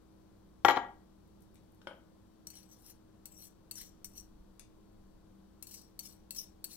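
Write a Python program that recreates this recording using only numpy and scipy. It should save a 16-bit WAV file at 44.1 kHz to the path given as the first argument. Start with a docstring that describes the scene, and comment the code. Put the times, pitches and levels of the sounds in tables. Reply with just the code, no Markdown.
"""A home kitchen, where a refrigerator hums over room noise and a low rumble. A full glass jar is set
down on a stone counter and rocks to rest, fingers tick lightly, and a fork is lifted off a ceramic dish.
Its tines then clink on a steel spoon and scrape jam off it, stroke after stroke. Impacts excite damped
normal modes; scraping drives the steel's modes by stick-slip friction. Glassware scatters the sound,
the room reverberates, and the left microphone port hears more treble than the right."""
import sys
import numpy as np
from scipy import signal
from scipy.fft import rfft, irfft, next_fast_len
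from scipy.io import wavfile
from scipy.ndimage import uniform_filter1d, map_coordinates

SR = 44100
rng = np.random.default_rng(int(sys.argv[2]) if len(sys.argv) > 2 else 0)


def materialize(psi):
    """Save the field psi as 16-bit PCM at rate SR to the path in sys.argv[1].

    A 1-D psi becomes a single channel; in a 2-D psi each row is a channel.
    """
    bounded = np.clip(np.atleast_2d(psi).T, -1, 1)
    quanta = np.round(bounded * 32767).astype(np.int16)
    wavfile.write(sys.argv[1], SR, quanta)


N = 298248

# likeness of the room's sound at left and right: (frequency [Hz], correlation [-1 to 1])
COHERENCE = [(60, 1), (130, 0.34), (290, 0.42), (640, -0.23), (1410, 0.55), (3100, 0.13), (6820, -0.33),
             (15000, -0.16)]
# tines land or skip on the spoon: (time [s], peak level [dB], place [0 rim to 1 mid-bowl])
TINE_IMPACTS = [(2.4695, -33, 0.57), (2.502, -41, 0.22), (2.552, -51, 0.51), (2.57, -46.5, 1),
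                (2.63, -51.5, .1), (2.6903, -60, .6), (2.713, -53.5, .9), (2.863, -47.5, 0.39),
                (2.8994, -48.5, 0.66), (3.2558, -34, 0.16), (3.3863, -49.5, 0.42), (3.4148, -51, .3),
                (3.452, -46, .1), (3.469, -50.5, 0.79), (3.711, -30.5, 0.15), (3.7543, -40.5, 0.99),
                (3.815, -39.5, 0.17), (3.862, -50, .6), (4.0444, -30.5, 0.44), (4.1796, -37.5, 0.58),
                (5.6251, -33, 0.32), (5.6695, -41, 0.16), (5.7404, -40, 0.44), (5.815, -52.5, 0.35),
                (5.9914, -30.5, 0.18), (6.1244, -51, 0.54), (6.3071, -28, 0.042), (6.348, -40, 0.21),
                (6.362, -41, .3), (6.642, -27.5, 0.038), (6.7301, -42.5, .3)]
# spoon and fork held in the fingers: (frequency [Hz], relative level [dB], t60 [s])
STEEL_MODES = [(2190, -17, 0.02), (2690, -3, 0.075), (3060, -6, 0.032), (4314, -3, 0.022),
               (4453, -2.5, 0.035), (5100, -11.5, 0.0069), (5710, 0, 0.046), (5883, 0.5, 0.03),
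               (5990, -2.5, 0.09), (7250, -11.5, 0.12), (7910, 3, 0.023), (8550, -4.5, 0.052),
               (9180, 1, 0.022), (9860, -8, 0.011), (10560, -2, 0.014), (12020, -10.5, 0.044),
               (12070, -1, 0.014), (14410, -6, 0.016), (13300, -14.5, 0.0077), (14860, -28, 0.056)]
# bands of the top modes, upper bowl, lower bowl and handle: (low edge [Hz], high edge [Hz])
STEEL_BANDS = [(6500, 17000), (5200, 6500), (3700, 5200), (1500, 3700)]
TOUCH_S = .008  # rise time of a sliding contact


def amp(db):
    """Amplitude ratio of a level in dB."""
    return 10 ** (np.asarray(db) / 20)


def unit(x):
    """Normalisation to rms 1."""
    return x / np.sqrt(np.mean(x ** 2) + 1e-20)


def along(points, hz):
    """Interpolation of (frequency [Hz], value) points on a log axis."""
    f, values = np.transpose(points)
    return np.interp(np.log(hz + 1), np.log(f + 1), values)


def filtered(x, response):
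    """Linear filtering: the spectrum of x times a complex frequency response."""
    size = next_fast_len(N + SR // 2)
    return irfft(rfft(x, size) * response(np.fft.rfftfreq(size, 1 / SR)), size)[..., :N]


def add(out, s, sound):
    """Superposition of a sound at time s."""
    part = out[..., round(s * SR):][..., :sound.shape[-1]]
    part += sound[..., :part.shape[-1]]


def coherence_angle(hz):
    """Half the angle whose cosine is the left-right correlation."""
    return np.arccos(np.clip(along(COHERENCE, hz), -1, 1)) / 2


def diffuse_noise(gain):
    """Partial coherence: independent mid and side noise make a stereo field of rms 1."""
    split = lambda hz: gain(hz) * [np.cos(coherence_angle(hz)), np.sin(coherence_angle(hz))]
    mid, side = filtered(rng.standard_normal((2, N)), split)
    return unit(np.array([mid + side, mid - side]))


def room_tone():
    """Stationary broadband noise, strongest in the bass."""
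    # (frequency [Hz], relative spectral density [dB])
    spectrum = [(70, -5), (140, -11.5), (200, -4), (270, -12.5), (400, -13), (640, -18), (1030, -22.5),
                (1500, -29), (2150, -37), (4400, -36), (5000, -37), (9000, -41.5), (14400, -43.5),
                (16000, -45.5)]
    return amp(-64) * diffuse_noise(lambda hz: amp(along(spectrum, hz)) * (hz > 70))


def refrigerator():
    """Forced vibration: the motor gives slightly wavering tones and drives the room's low modes."""
    # (frequency [Hz], level [dB])
    motor_tones = [(59.2, -73), (318.5, -70), (533, -88), (1007, -92), (1067, -93), (3024, -104),
                   (3083, -102), (3320, -101), (3735, -102), (4506, -102), (4565, -100)]
    # (frequency [Hz], bandwidth [Hz], relative level [dB])
    room_modes = [(101.3, 8, -73), (118, 4, -79.5), (163.04, 7.9, -76), (194.3, 3, -67), (375.4, 7.3, -80)]
    t, hum = np.arange(N) / SR, np.zeros((2, N))
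    for hz, db in motor_tones:
        waver = map_coordinates(rng.standard_normal(size=N // 4000), [t * 7])
        port_phase = coherence_angle(hz) * np.array([[1], [-1]])
        gain = np.sqrt(2) * amp(db + 1.5 * waver) / np.cos(port_phase)
        hum += gain * np.sin(2 * np.pi * hz * t + .5 * waver + port_phase)
    power = lambda f: sum(amp(db) ** 2 / width / (1 + ((f - hz) / width * 2) ** 4)
                          for hz, width, db in room_modes)
    return hum + amp(-67) * diffuse_noise(lambda f: np.sqrt(power(f)))


def rumble():
    """Amplitude modulation: noise below about 70 Hz slowly swells and sinks."""
    # (time [s], level [dB])
    swells = [(0.0, -72.5), (0.69, -69), (2.84, -72), (3.65, -69), (3.95, -63), (4.39, -59), (4.76, -65.5),
              (4.95, -61.5), (5.76, -71.5), (6.6, -64), (6.76, -68)]
    envelope = amp(np.interp(np.arange(N) / SR, *np.transpose(swells)))
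    return envelope * diffuse_noise(lambda hz: (hz > 8) / (1 + (hz / 70) ** 6))


def strike(db, modes, tilt_db, scatter_db, crack_db, crack_hz, crack_t60, attack_s, spread_rad):
    """Impulse excitation: freely decaying modes plus the crack of the contact, scaled to peak at db."""
    hz, level, t60 = np.transpose(modes)[:, :, None]
    t = np.arange(SR // 2) / SR
    strength, phase = rng.standard_normal((2, len(modes), 1))
    decay = amp(level + tilt_db + scatter_db * strength - 60 * t / t60)
    ring = decay * np.sin(2 * np.pi * hz * t + spread_rad * phase)
    bright_noise = signal.lfilter([1, -.75], 1, rng.standard_normal(len(t)))
    lowpass = signal.butter(4, crack_hz, fs=SR)
    crack = amp(crack_db - 60 * t / crack_t60) * signal.lfilter(*lowpass, bright_noise)
    blow = (ring.sum(0) + crack) * (1 - np.exp(-t / attack_s))
    return amp(db) * blow / np.abs(blow).max()


def knocks(blows, modes, crack_db, attack_s):
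    """Contact stiffness: harder blows reach the higher modes."""
    out, hz = np.zeros(N), np.array(modes)[:, :1]
    for s, db, hard_db in blows:
        tilt_db = hard_db * hz / (hz + 2000)
        add(out, s, strike(db, modes, tilt_db, scatter_db=1.5, crack_db=crack_db + hard_db,
                           crack_hz=4200, crack_t60=.016, attack_s=attack_s, spread_rad=.3))
    return filtered(out, lambda f: 1j * f / (1j * f + 140))  # small objects radiate little bass


def jar():
    """Damped free vibration: the jar rocks on the stone, and the jam deadens most of its modes."""
    # (time [s], level [dB], hardness [dB])
    blows = [(.6485, -5.5, 8.5), (.6838, -8, 9), (.6992, -15.5, 3.5), (.7075, -18, 10.5), (.7135, -24, 0.5),
             (.7612, -28.5, 16), (.7692, -18.5, -6.5), (.7735, -17.5, -12)]
    # jar and slab: (frequency [Hz], relative level [dB], t60 [s])
    modes = [(123, -27, 0.1), (369.4, -10.5, 0.044), (560, -10.5, 0.04), (825, -21, .3), (825, -2, 0.0464),
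             (911, -6, 0.026), (1125, -5.5, .025), (1375, -8.5, 0.037), (1613, -6, .02), (1922, -25, 0.3),
             (2143, -7, .012), (3160, -4, 0.0076), (3860, -10, 0.0067), (5210, -34.5, .03), (6740, -49, .2),
             (6725, -52, .2), (7380, -41, .04), (11770, -47, 0.12), (14800, -46, .05)]
    return knocks(blows, modes, crack_db=-6, attack_s=.0008)


def ticks():
    """Non-resonant transients: fingers, jam and tines give short puffs of band-limited noise."""
    # (time [s], peak level [dB], low edge [Hz], high edge [Hz])
    touches = [(1.276, -69, 9000, 17000), (1.406, -65, 7000, 17000), (1.421, -58, 6500, 15800),
               (1.438, -78, 7000, 14000), (1.544, -60, 7000, 17600), (1.556, -58, 1930, 10600),
               (1.635, -72, 4000, 16000), (1.721, -65, 9000, 17000), (1.747, -65, 9000, 17000),
               (4.595, -43, 2170, 10800)]
    out, t = np.zeros(N), np.arange(SR // 50) / SR
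    envelope = amp(-60 * t / .0073) * (1 - np.exp(-t / .00057))
    for s, db, lo_hz, hi_hz in touches:
        band = signal.butter(2, [lo_hz, hi_hz], "band", fs=SR)
        puff = signal.lfilter(*band, rng.standard_normal(len(t)) * envelope)
        add(out, s, amp(db) * puff / np.abs(puff).max())
    return out


def resonances(modes, damping):
    """Resonance broadening: the response of modes whose bandwidth a hand or a rubbing contact widens."""
    peaks = [(hz, damping * np.log(1000) / (np.pi * t60), db) for hz, db, t60 in modes]
    return lambda f: sum((-1) ** k * amp(db) * 1j * f * width / (hz * hz - f * f + 1j * f * width)
                         for k, (hz, width, db) in enumerate(peaks))


def stroke(first_db, swell_s, top_db, fade_db_per_s, growth=1):
    """Envelope of sliding friction: it sets in, swells to its top and fades as the contact lifts."""
    t = np.arange(SR // 2) / SR
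    below_top_db = growth * (top_db - first_db) * np.clip(1 - t / swell_s, 0, 1)
    faded_db = fade_db_per_s * np.clip(t - swell_s, 0, None)
    return amp(top_db - below_top_db - faded_db) * np.clip(t / TOUCH_S, 0, 1)


def dish():
    """Impact and friction excite the same modes: the fork knocks the rim and barely grazes the glaze."""
    # (time [s], level [dB], hardness [dB])
    blows = [(1.816, -52, 37), (1.871, -28, 11), (1.911, -40.5, -16)]
    # (frequency [Hz], relative level [dB], t60 [s])
    modes = [(357, -1.5, 0.019), (578, 8, 0.016), (835, 2.5, 0.017), (1323, -2, 0.023), (1460, 1.5, 0.036),
             (2200, 0, 0.0098), (3192, -14.5, 0.037), (3096, -4, 0.012), (5300, -25, 0.027),
             (7400, -36, 0.071), (9510, -46, 0.2), (12100, -52, 0.27)]
    # (time [s], first level [dB], swell [s], top level [dB], fade [dB/s])
    slide = (1.83, -68, -0.07, -64, 900)
    body, pressure = resonances(modes, damping=2.5), np.zeros(N)
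    drag = unit(filtered(rng.standard_normal(N), lambda f: body(f) * f / (f + 1500)))
    add(pressure, slide[0], stroke(*slide[1:]))  # with a negative swell it starts far into its fade
    return knocks(blows, modes, crack_db=-4, attack_s=.00058) + pressure * drag


def clinks():
    """Mode shapes: where the tines land sets how much the spoon's bowl and handle ring."""
    # upper bowl, lower bowl, handle: (gain struck at the rim [dB], gain struck mid-bowl [dB])
    place_gains = [(-12.5, 9), (7.5, -13), (-15, -25)]
    out, hz = np.zeros(N), np.array(STEEL_MODES)[:, :1]
    for s, db, place in TINE_IMPACTS:
        tilt_db = sum((lo < hz) * (hz < hi) * (rim + place * (mid - rim))
                      for (rim, mid), (lo, hi) in zip(place_gains, STEEL_BANDS[1:]))
        add(out, s, strike(db, STEEL_MODES, tilt_db, scatter_db=3.5, crack_db=3,
                           crack_hz=16800, crack_t60=.037, attack_s=.00049, spread_rad=.52))
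    return out


def friction(slips_per_s=3000, spread_db=3, chatter_db=2.3, shift_db=5):
    """Stick-slip: tines move in tiny uneven jerks, and the moving contact favours changing modes."""
    chatter = amp(chatter_db * map_coordinates(rng.standard_normal(N // 300 + 4), [np.arange(N) / 300]))
    chance, size, direction = rng.random((3, N))
    jerks = (chance < slips_per_s / SR) * amp(-spread_db * np.log(size + 1e-9)) * np.sign(direction - .5)
    force = chatter * (unit(jerks) + 1.96 * rng.standard_normal(N))
    spectra = signal.stft(force, nperseg=256)[2]
    drift = uniform_filter1d(rng.standard_normal(spectra.shape), size=3, axis=0)  # smooth in frequency
    drift = uniform_filter1d(drift, size=20, axis=1)  # and in time
    return signal.istft(spectra * amp(shift_db * unit(drift)), nperseg=256)[1][:N]


def scrape(settle_db=-27.5, settle_db_per_s=300):
    """Frictional excitation: steel rings and rasps in each stroke and as tines settle after a clink."""
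    # (time [s], first level [dB], swell [s], top level [dB], fade [dB/s],
    #  upper bowl gain [dB], lower bowl gain [dB], handle gain [dB], rasp over ring [dB])
    strokes = [(2.52, -77, 0.045, -67.5, 209, 5.5, -9, -5.5, -8.5),
               (2.695, -82, 0.034, -71, 176, 0, -12, -20, -7),
               (2.78, -77, 0.12, -59.5, 550, -4, -7, -17.5, -10),
               (3.30, -69, 0.15, -56, 450, -12, -12, -21.5, -17),
               (3.751, -62.5, 0.054, -57.5, 246, 6, -8.5, -14.5, -5.5),
               (4.11, -80, 0.06, -58, 332, 1.5, -5, -16, -19),
               (5.667, -60.5, 0.079, -54, 217, -4, -7, -23, -8),
               (6.019, -63, 0.042, -53, 264, -7, -10.5, -23.5, -8.5),
               (6.347, -58, 0.04, -50.5, 246, -9, -12, -23, -7.5),
               (6.69, -63.5, 0.046, -59.5, 500, -20.5, -5, -25, -2)]
    # growth with the swell: (upper bowl [dB/dB], lower bowl [dB/dB], handle [dB/dB])
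    growths = [0.84, 2, 0.92]
    settling = [(s, db + settle_db, TOUCH_S, db + settle_db, settle_db_per_s, -23, -21, -23, -8.5)
                for s, db, _ in TINE_IMPACTS]
    rub = friction()
    ring_gains, rasp_gains, out = np.zeros((4, N)), np.zeros((4, N)), np.zeros(N)
    for start, *shape, upper_db, lower_db, handle_db, rasp_db in strokes + settling:
        parts = zip([0, upper_db, lower_db, handle_db], [1, *growths])
        gains = np.array([amp(db) * stroke(*shape, growth) for db, growth in parts])
        add(ring_gains, start, gains)
        add(rasp_gains, start, amp(rasp_db) * gains)
    for ring, rasp, (lo, hi) in zip(ring_gains, rasp_gains, STEEL_BANDS):
        body = resonances([mode for mode in STEEL_MODES if lo < mode[0] < hi], damping=3.24)
        band = lambda f: 1 / (1 + (lo / (f + 1)) ** 8) / (1 + (f / hi) ** 8)
        out += (filtered(ring * rub, body) + filtered(rasp * rub, band)) / np.std(filtered(rub, body))
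    return out


def reverberation():
    """Absorption: in the room's stereo impulse response each frequency dies at its own rate."""
    # (frequency [Hz], t60 [s])
    decay_times = [(100, .5), (800, 0.37), (3000, 0.31), (8000, 0.19), (16000, 0.067)]
    hz, t, spectra = signal.stft(rng.standard_normal((2, SR // 2)), SR, nperseg=256)
    tail = signal.istft(spectra * amp(-60 * t / along(decay_times, hz)[:, None]), SR, nperseg=256)[1]
    # long waves reach both ports alike
    tail[1] += signal.lfilter(*signal.butter(1, 900, fs=SR), tail[0] - tail[1])
    tail = np.pad(tail, ((0, 0), (130, 0)))  # 3 ms of delay
    return tail / np.linalg.norm(tail[0])


def heard(x, left_db, near_db, wet_db, left_lag_s=.00008, hop=3000, count=6):
    """Multipath propagation: direct sound, right port first, then scatter off glassware and the room."""
    delays = lambda hz: np.exp(-1j * np.pi * hz * left_lag_s * np.array([[1], [-1]]))
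    sides = amp([[left_db / 2], [-left_db / 2]])
    out = sides * filtered(np.array([x, x]), delays)
    t = np.arange(SR // 40) / SR
    paths = amp(wet_db) * np.array([reverberation() for _ in range(count)])
    scatter = np.diff(rng.standard_normal((count, 2, len(t) + 1))) * amp(-60 * t / .025) * (t > .0005)
    paths[..., :len(t)] += sides * amp(near_db) * scatter / np.linalg.norm(scatter[0, 0])
    # hands and objects move, so each set of paths fades into the next
    window, padded = np.hanning(2 * hop), np.pad(x, (0, 2 * hop))
    for start in range(0, N, hop):
        piece = window * padded[start:start + 2 * hop]
        if np.abs(piece).max() > 1e-6:
            add(out, start / SR, signal.fftconvolve(piece[None], paths[start // hop % count], axes=1))
    return out


def scene():
    """Superposition of all sources, each contact sound arriving by its own paths."""
    contacts = heard(jar(), left_db=3.5, near_db=0, wet_db=-6, left_lag_s=.00007)
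    contacts += heard(dish(), left_db=2.5, near_db=3, wet_db=-2, left_lag_s=.00009)
    contacts += heard(clinks() + scrape(), left_db=-.06, near_db=-6.5, wet_db=-10)
    contacts += heard(ticks(), left_db=6.5, near_db=-22, wet_db=3.5)
    return room_tone() + refrigerator() + rumble() + contacts


def record(dry):
    """Comb filtering by a surface near the microphone, with unequal ports and a band limit."""
    # (frequency [Hz], left over right [dB])
    imbalance = [(60, 1), (180, 0.5), (550, 3.5), (1650, 5.5), (4970, 8.5), (15000, 10)]
    ripple_spacing_hz, top_hz = 1945, 15900
    ports = lambda hz: amp(along(imbalance, hz) / 2 * np.array([[1], [-1]]))
    reflection = lambda hz: .19 * hz ** 2 / (hz ** 2 + 4000 ** 2)  # mostly treble
    ripple = lambda hz: 1 + reflection(hz) * np.exp(-2j * np.pi * hz / ripple_spacing_hz)
    return filtered(dry, lambda hz: ports(hz) * ripple(hz) / (1 + (hz / top_hz) ** 120))


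dry = scene()
out = record(dry)
materialize(out)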